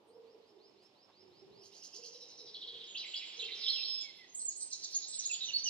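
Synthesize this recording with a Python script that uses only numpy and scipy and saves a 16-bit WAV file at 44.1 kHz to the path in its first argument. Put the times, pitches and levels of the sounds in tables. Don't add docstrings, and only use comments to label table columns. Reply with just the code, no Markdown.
import sys
import numpy as np
from scipy import signal
from scipy.fft import rfft, irfft, next_fast_len
from scipy.io import wavfile
from scipy.ndimage import map_coordinates

SR = 44100
rng = np.random.default_rng(int(sys.argv[2]) if len(sys.argv) > 2 else 0)


def generate_wav(signal):
    frames = np.transpose(np.atleast_2d(signal))
    scaled = np.clip(frames, -1, 1) * 32767
    pcm = np.round(scaled).astype(np.int16)
    wavfile.write(sys.argv[1], SR, pcm)


N = 250929
TIME = np.arange(N) / SR

# (frequency [Hz], relative level [dB])
RUMBLE_COLOUR = [(25, -38.5), (60, -46), (100, -27), (220, 1), (350, 10.5), (650, 5), (1000, 2),
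                 (1500, -13), (2500, -20.5), (6000, -30.5)]
BASS_COLOUR = [(25, -32), (60, -17), (100, -3), (170, 0), (300, -8), (1000, -50)]
HISS_COLOUR = [(100, -39), (600, -17), (1700, -4.5), (3000, 3), (4800, -0.5), (7000, -14), (14000, -41)]
# (time [s], relative level [dB])
RUMBLE_LEVELS = [(0, -67.5), (.9, -71.5), (1.5, -69.5), (2.3, -69), (2.8, -69), (3.5, -67), (4.3, -71),
                 (5.69, -69)]
BASS_LEVELS = [(0, -82), (1.1, -81.5), (1.55, -66.5), (1.8, -81), (2.8, -74.5), (3.05, -91), (3.5, -82),
               (5.1, -80.5), (5.69, -68.5)]
HISS_LEVELS = [(0, -77.5), (2.4, -69), (3.1, -60), (3.7, -57), (4.45, -71.5), (5.69, -57)]
# (pitch [Hz], level [dB])
HUM_TONES = [(96.9, -94.5), (145.3, -102.5), (199.2, -87)]
# (time [s], centre frequency [Hz], width [Hz], fade time [s], level [dB])
NEAR_SCUFFS = [(0.064, 8700, 1200, 0.025, -68), (.46, 8000, 7000, 0.028, -80),
               (0.812, 2600, 4850, 0.027, -62.5), (1.082, 855, 895, 0.021, -57),
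               (3.981, 10760, 4190, 0.23, -88), (4.147, 10800, 2900, 0.028, -71),
               (4.33, 10800, 4330, 0.024, -62.5), (4.898, 8300, 6070, 0.019, -55)]

# (time [s], length [s], pitch [Hz], rise [share of pitch], level [dB])
DOVE_COOS = [(0.049, 0.18, 451.7, 0.063, -58), (0.278, 0.092, 443.4, -0.19, -59.5),
             (0.459, 0.19, 402, -0.15, -62), (0.67, 0.048, 362.4, -0.048, -70),
             (1.148, 0.21, 372.2, -0.0047, -63.5), (1.365, 0.2, 390.5, 0.063, -59),
             (1.923, 0.1, 433, 0.31, -59), (2.03, 0.2, 486.7, 0.12, -67.5),
             (2.376, 0.0963, 443.5, -0.28, -60.5), (2.631, 0.14, 444.6, -0.23, -61.5),
             (3.36, 0.12, 440.2, -0.12, -56), (3.73, 0.15, 374, -0.076, -69)]
# (time [s], level [dB])
FAR_WHISTLES = [(.075, -86), (.24, -84.5), (0.411, -83), (0.582, -77), (0.758, -79), (0.94, -79.5),
                (1.116, -76.5), (1.303, -77.5), (1.503, -75.5), (1.712, -72.5)]

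# (delay [s], length [s], start pitch [Hz], middle pitch [Hz], end pitch [Hz], level [dB], rasp [0-1])
CHATTER_NOTES = [(0, .032, 6400, 5850, 5200, -1.5, .6), (0, .038, 5200, 4500, 3900, -1, .7)]
ZIP_NOTES = [(-.032, .034, 2400, 2950, 3550, -11.5, .45), (-.036, .042, 4500, 5400, 7300, -4, .45),
             (-.01, .027, 3600, 5200, 7500, -.5, .4), (.002, .022, 3400, 5000, 6900, -.5, .4)]
CHIP_NOTES = [(-.003, .02, 6900, 5750, 4800, 0, .35), (.012, .024, 5750, 5400, 5050, -3, .35),
              (.008, .024, 4700, 4200, 3600, -5, .55)]
TEW_NOTES = [(0, .028, 4250, 3500, 2950, 0, .75)]
LOOP_NOTES = [(0, .026, 2450, 3050, 3800, .5, .55), (.016, .032, 3550, 4300, 5600, -1.5, .7),
              (.046, .03, 3950, 3920, 3800, -4.5, .25), (.066, .05, 3600, 2650, 1900, -10, .75)]
ARCH_NOTES = [(0, .016, 3400, 3980, 4300, 1.5, .2), (.011, .028, 4300, 4450, 4200, -1, .25),
              (.033, .045, 4150, 3600, 3100, -6.5, .3)]
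# (time [s], length [factor], pitch [factor], level [dB])
CHATTER_REPEATS = [(4.385, 0.78, 1, -53.5), (4.486, 1.1, 1, -54.5), (4.596, 0.72, 0.98, -49.5),
                   (4.699, 1.17, 0.95, -45), (4.814, 1.01, 0.95, -43.5), (4.914, 1, 0.96, -45),
                   (5.003, 1, 0.93, -45), (5.11, 1.04, 0.88, -48), (5.21, 1.25, 0.9, -45),
                   (5.309, 1.25, 0.75, -45.5)]
ZIP_REPEATS = [(1.644, 1.2, 0.96, -62.5), (1.754, 1.4, 1, -61.5), (1.841, 0.72, 1, -53),
               (1.952, 0.93, 1, -52.5), (2.051, 1.07, .98, -52)]
CHIP_REPEATS = [(2.12, 1.27, 0.98, -57), (2.205, 0.64, 0.96, -51.5), (2.284, 1.08, 1, -56),
                (2.375, 0.8, 0.99, -48.5), (2.454, 0.86, 0.92, -51.5)]
TEW_REPEATS = [(2.537, 0.83, 1.036, -44.5), (2.608, .95, 1.02, -46.5), (2.67, 0.81, 1.036, -45),
               (2.738, 0.78, 0.94, -50.5), (2.802, 1, .98, -50.5), (2.871, 0.94, 0.96, -50.5),
               (3.387, 0.94, 1.037, -40)]
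LOOP_REPEATS = [(2.944, 0.97, 1, -41.5), (3.13, 0.88, 0.99, -42), (3.423, 0.65, 0.95, -42.5)]
ARCH_REPEATS = [(3.678, .95, 0.97, -36.5), (3.828, 1, 0.99, -47.5)]

# (time [s], length [s], pitch [Hz], rise [share of pitch], level [dB], rasp [0-1])
RASPY_WHISTLES = [(4.351, 0.11, 8040, -0.025, -41.5, 0.21), (4.448, 0.022, 7360, -0.13, -37, 0.43),
                  (4.477, 0.021, 6640, -.02, -37, 0.43), (4.561, 0.057, 8270, 0.02, -48, 0.27),
                  (4.604, 0.0327, 8165, -0.023, -39, 0.18), (4.941, 0.039, 6570, 0.032, -33, 0.27),
                  (5.082, 0.04, 8040, -0.021, -46, 0.35), (5.134, 0.037, 7940, 0.075, -43, 0.2),
                  (5.248, 0.032, 6770, 0.13, -38, 0.38), (5.306, 0.042, 7000, -0.04, -37, 0.17)]
PURE_WHISTLES = [(3.6, .45, 5160, -.014, -41.8, .4), (3.983, .045, 3416, -.01, -51, .2),
                 (5.532, .042, 4410, .03, -32.5, .04)]
# (time [s], length [s], pitch [Hz], level [dB])
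UPWARD_SCOOPS = [(4.346, 0.015, 7270, -42.5), (4.559, 0.02, 7370, -47.5), (4.947, 0.012, 6300, -46),
                 (5.074, 0.016, 7360, -47), (5.574, 0.027, 5700, -47)]
LOW_SLURS = [(4.027, 0.091, 2195, -63.5), (4.181, 0.078, 2014, -68), (5.296, 0.025, 2655, -48),
             (5.483, 0.0277, 2887, -46.5), (5.655, 0.034, 2917, -46)]
FALLING_FLICKS = [(2.891, 0.19, 6050, -64.5), (3.363, 0.033, 5850, -58), (4.004, 0.04, 6290, -56),
                  (4.724, 0.017, 6480, -41), (4.838, 0.015, 6570, -43), (5.184, 0.021, 6320, -40),
                  (5.668, .024, 5100, -38)]
SHORT_BUZZES = [(4.46, 0.037, 7900, -67), (5.4, 0.059, 3760, -40), (5.434, 0.073, 5950, -50),
                (5.575, 0.063, 4450, -45), (5.631, 0.047, 5875, -39)]
HIGH_WHEEZES = [(2.861, 0.068, 6830, -63.5), (3.038, 0.17, 7050, -59.5), (3.235, 0.078, 7050, -63),
                (3.385, 0.049, 6960, -57), (4.26, 0.2, 6460, -61.5)]
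FINCH_LINKS = [(2.139, 0.026, 3000, -69), (2.84, 0.007, 4800, -56.5), (3.341, 0.011, 4900, -54),
               (3.509, 0.031, 3830, -45.5), (3.546, 0.021, 5380, -53.5), (3.566, 0.06, 4960, -46.5),
               (3.611, 0.046, 3700, -44), (3.651, 0.035, 3300, -40), (3.733, 0.09, 2730, -54)]
SCOOP_SHAPE, SLUR_SHAPE, FLICK_SHAPE = (.82, 1.04, .3), (1.03, .93, .3), (1.17, .8, .7)
BUZZ_SHAPE, WHEEZE_SHAPE, LINK_SHAPE = (1.05, .98, .8), (1, 1, .35), (1.2, .92, .7)

# (time [s], relative hiss level [dB])
FINCH_HARSHNESS = [(1.63, -13), (1.8, -15), (2.05, -20), (2.4, -26), (2.56, -46), (3.7, -50)]
# (frequency [Hz], relative level [dB])
FINCH_HISS_COLOUR = [(1000, -20), (4000, -6), (8500, 4), (10500, 3), (12500, -4), (15000, -9)]
# (time [s], relative level of the direct sound [dB])
FINCH_FACING = [(1.6, -2.5), (2.05, -2), (2.2, -5.5), (2.45, -5.5), (2.56, -3.2), (3.45, -3), (3.6, -4),
                (3.69, 2.5), (3.9, 4.5)]
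# (time [s], left minus right [dB])
FINCH_POSITION = [(1.9, -7), (2.6, -2), (3.3, -4), (3.7, -6.5)]


def gain(db):
    return 10 ** (np.asarray(db) / 20)


def unit_level(x):
    return x / np.sqrt(np.mean(x ** 2) + 1e-30)


def curve(rows):
    return np.interp(TIME, *np.transpose(rows))


def add(track, start, x):
    i = max(int(start * SR), 0)
    track[i:i + len(x)] += x[:max(N - i, 0)]


def wobble(rate, size):
    points = rng.standard_normal(2048)
    return map_coordinates(points, [np.arange(size) * rate / SR], order=2, mode="wrap")


def band(x, hz, width_hz):
    return signal.lfilter(*signal.iirpeak(min(hz, SR / 2.2), hz / width_hz, fs=SR), x)


def colour(x, points):
    hz, db = np.transpose(points)
    size = next_fast_len(N)
    frequencies = np.maximum(np.fft.rfftfreq(size, 1 / SR), 1)
    gains = gain(np.interp(np.log(frequencies), np.log(hz), db))
    return irfft(rfft(x, size) * gains, size)[..., :N]


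def stereo(x, lag_ms, pan_db):
    late = map_coordinates(x, [np.arange(N) - lag_ms * SR / 1000], order=3)
    return np.array([x * gain(pan_db / 2), late * gain(-pan_db / 2)])


def far_noise(tone_colour, side_db):
    shared, side = colour(rng.standard_normal((2, N)), tone_colour)
    side = colour(side, [(100, side_db), (500, side_db / 2), (1500, .033)])
    return unit_level(np.array([shared + side, shared - side]))


def rumble_and_hum():
    rumble = far_noise(RUMBLE_COLOUR, side_db=-14) * gain(curve(RUMBLE_LEVELS) + 1.1 * wobble(27, N))
    bass = far_noise(BASS_COLOUR, side_db=-6) * gain(curve(BASS_LEVELS) - 2)
    hum = np.zeros(N)
    for hz, db in HUM_TONES:
        pitch = hz * (1 + .01 * wobble(8, N))
        strength = gain(db + 2.5 * wobble(5, N))
        hum += np.sqrt(2) * strength * np.sin(2 * np.pi * np.cumsum(pitch) / SR)
    return (rumble + bass + hum) * gain([[-1.7], [1.7]])


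def high_hiss():
    strength = gain(curve(HISS_LEVELS) + 1.2 * wobble(12, N))
    return far_noise(HISS_COLOUR, side_db=.5) * strength * gain([[-1.5], [1.5]])


def scuffs():
    track = np.zeros(N)
    t = TIME[:SR]
    for start, hz, width_hz, fade_s, db in NEAR_SCUFFS:
        noise = band(rng.standard_normal(len(t)), hz, width_hz)
        grit = unit_level(band(noise, hz, width_hz)) * gain(1.4 * wobble(107, len(t)))
        burst = np.exp(-t / fade_s) * (1 - np.exp(-t / .014)) ** 2
        add(track, start, gain(db) * grit * burst)
    return stereo(track, lag_ms=0, pan_db=-5.5)


def trees(x, direct_db, trunk_db, trunk_s, tail_db, tail_s, lag_ms, pan_db, spread):
    t = TIME[:int(1.4 * SR)]
    size = (3, len(t))
    trunks = rng.standard_normal(size) * (rng.random(size) < 900 / SR)
    trunks *= np.exp(-t / trunk_s) * np.minimum(t / trunk_s, 1)
    scatter = rng.standard_normal(size)
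    lows = signal.sosfiltfilt(signal.butter(2, 4600, fs=SR, output="sos"), scatter)
    highs = scatter - lows
    tail = lows * gain(-60 * t / tail_s) + highs * gain(-60 * t / (.58 * tail_s))
    tail *= 1 - np.exp(-t / .14)
    echoes = sum(gain(db) * part / np.linalg.norm(part, axis=1, keepdims=True)
                 for db, part in ((trunk_db, trunks), (tail_db, tail)))
    echoed = signal.fftconvolve(x[None], echoes, axes=1)[:, :N]
    from_bird = stereo(gain(direct_db) * x + echoed[0], lag_ms, pan_db)
    from_sides = spread * echoed[1:] * gain(np.vstack([pan_db, -pan_db]) / 2)
    return from_bird + from_sides


def note(length, pitches, rasp, buzz_hz, swing, overtone_db, edge, swell_db=0, wander=.0014):
    size = int(max(length, .005) * SR)
    progress = np.linspace(0, 1, size)
    glide = np.polyval(np.polyfit([0, .5, 1], pitches, 2), progress)
    buzz = np.sin(2 * np.pi * np.cumsum(buzz_hz * (1 + .233 * wobble(64.3, size))) / SR)
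    shake = rasp * (1.2 * buzz + wobble(5 * buzz_hz, size))
    pitch = glide * (1 + swing * shake + wander * wobble(79.8, size))
    phase = 2 * np.pi * np.cumsum(pitch) / SR
    ramp = np.clip(np.minimum(progress, 2 * (1 - progress)) / edge, 0, 1)
    flutter_db = 2.5 * shake + 1.8 * wobble(130, size)
    strength = np.sin(np.pi / 2 * ramp) ** 2 * gain(flutter_db + swell_db * (progress - .5))
    return np.sqrt(2) * strength * (np.sin(phase) + gain(overtone_db) * np.sin(2 * phase))


def sing(notes, wander=.00092, **voice):
    track = np.zeros(N)
    for start, length, *pitches, db, rasp in notes:
        add(track, start, gain(db) * note(length, pitches, rasp, wander=wander, **voice))
    return track


def syllables(notes, repeats):
    return [(start + delay * stretch, length * stretch,
             first * pitch, middle * pitch, last * pitch, db + note_db, rasp)
            for start, stretch, pitch, db in repeats
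            for delay, length, first, middle, last, note_db, rasp in notes]


def shaped(shape, rows):
    first, last, rasp = shape
    return [(start, length, hz * first, hz, hz * last, db, rasp) for start, length, hz, db in rows]


def held(start, length, hz, rise, db, rasp, arch=0):
    return start, length, hz * (1 - arch - rise / 2), hz, hz * (1 - arch + rise / 2), db, rasp


def dove():
    coos = [held(*row, rasp=.26, arch=.041) for row in DOVE_COOS]
    voice = sing(coos, buzz_hz=32, swing=.15, overtone_db=-24, edge=.4)
    return trees(voice, direct_db=-2, trunk_db=-6, trunk_s=.03, tail_db=-8, tail_s=.65,
                 lag_ms=-.02, pan_db=-5, spread=.7)


def far_bird():
    pitches_hz = (3400, 4680, 5380)
    voice = np.zeros(N)
    for start, db in FAR_WHISTLES:
        length = .094 + .018 * start
        whistle = note(length, pitches_hz, rasp=.25, buzz_hz=150, swing=.04, overtone_db=-45,
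                       edge=.08, swell_db=9.5)
        add(voice, start, gain(db) * whistle)
    return trees(voice, direct_db=5, trunk_db=-1, trunk_s=.012, tail_db=-2.5, tail_s=.5,
                 lag_ms=.041, pan_db=-4.5, spread=.85)


def hidden_bird():
    chips = syllables(CHATTER_NOTES, CHATTER_REPEATS)
    voice = sing(chips, buzz_hz=170, swing=.08, overtone_db=-33, edge=.6)
    return trees(voice, direct_db=-4.5, trunk_db=-2.5, trunk_s=.018, tail_db=-3.5, tail_s=.95,
                 lag_ms=.07, pan_db=-5, spread=.8)


def answering_bird_raspy():
    notes = [held(*row) for row in RASPY_WHISTLES]
    notes += shaped(SCOOP_SHAPE, UPWARD_SCOOPS) + shaped(SLUR_SHAPE, LOW_SLURS)
    notes += shaped(FLICK_SHAPE, FALLING_FLICKS)
    notes += shaped(BUZZ_SHAPE, SHORT_BUZZES) + shaped(WHEEZE_SHAPE, HIGH_WHEEZES)
    voice = sing(notes, buzz_hz=155, swing=.028, overtone_db=-48, edge=.26, wander=.0055)
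    return trees(voice, direct_db=0, trunk_db=-6, trunk_s=.022, tail_db=-12.5, tail_s=.68,
                 lag_ms=.076, pan_db=-5.5, spread=.8)


def answering_bird_pure():
    notes = [held(*row) for row in PURE_WHISTLES] + shaped(SLUR_SHAPE, LOW_SLURS)
    voice = sing(notes, buzz_hz=130, swing=.022, overtone_db=-56, edge=.16, wander=.0025)
    return trees(voice, direct_db=0, trunk_db=-8, trunk_s=.022, tail_db=-15.5, tail_s=.68,
                 lag_ms=.076, pan_db=-6, spread=.8)


def finch():
    trills = syllables(ZIP_NOTES, ZIP_REPEATS) + syllables(CHIP_NOTES, CHIP_REPEATS)
    trills += syllables(TEW_NOTES, TEW_REPEATS)
    flourish = syllables(LOOP_NOTES, LOOP_REPEATS) + syllables(ARCH_NOTES, ARCH_REPEATS)
    links = shaped(LINK_SHAPE, FINCH_LINKS)
    voice = sing(trills + flourish + links, buzz_hz=190, swing=.055, overtone_db=-41, edge=.45)
    hiss = colour(voice * gain(curve(FINCH_HARSHNESS)) * rng.standard_normal(N), FINCH_HISS_COLOUR)
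    direct_db = curve(FINCH_FACING) + 1.5
    return trees(voice + hiss, direct_db, trunk_db=-1.6, trunk_s=.016, tail_db=-5.3, tail_s=.9,
                 lag_ms=.045, pan_db=curve(FINCH_POSITION), spread=.85)


def scene():
    main_birds = finch() + answering_bird_pure() + answering_bird_raspy()
    distant_birds = hidden_bird() + far_bird() + dove()
    return main_birds + distant_birds + scuffs() + high_hiss() + rumble_and_hum()


def record(dry):
    top_hz = 14950
    return signal.sosfilt(signal.ellip(8, .2, 70, top_hz, fs=SR, output="sos"), dry)


dry = scene()
out = record(dry)
generate_wav(out)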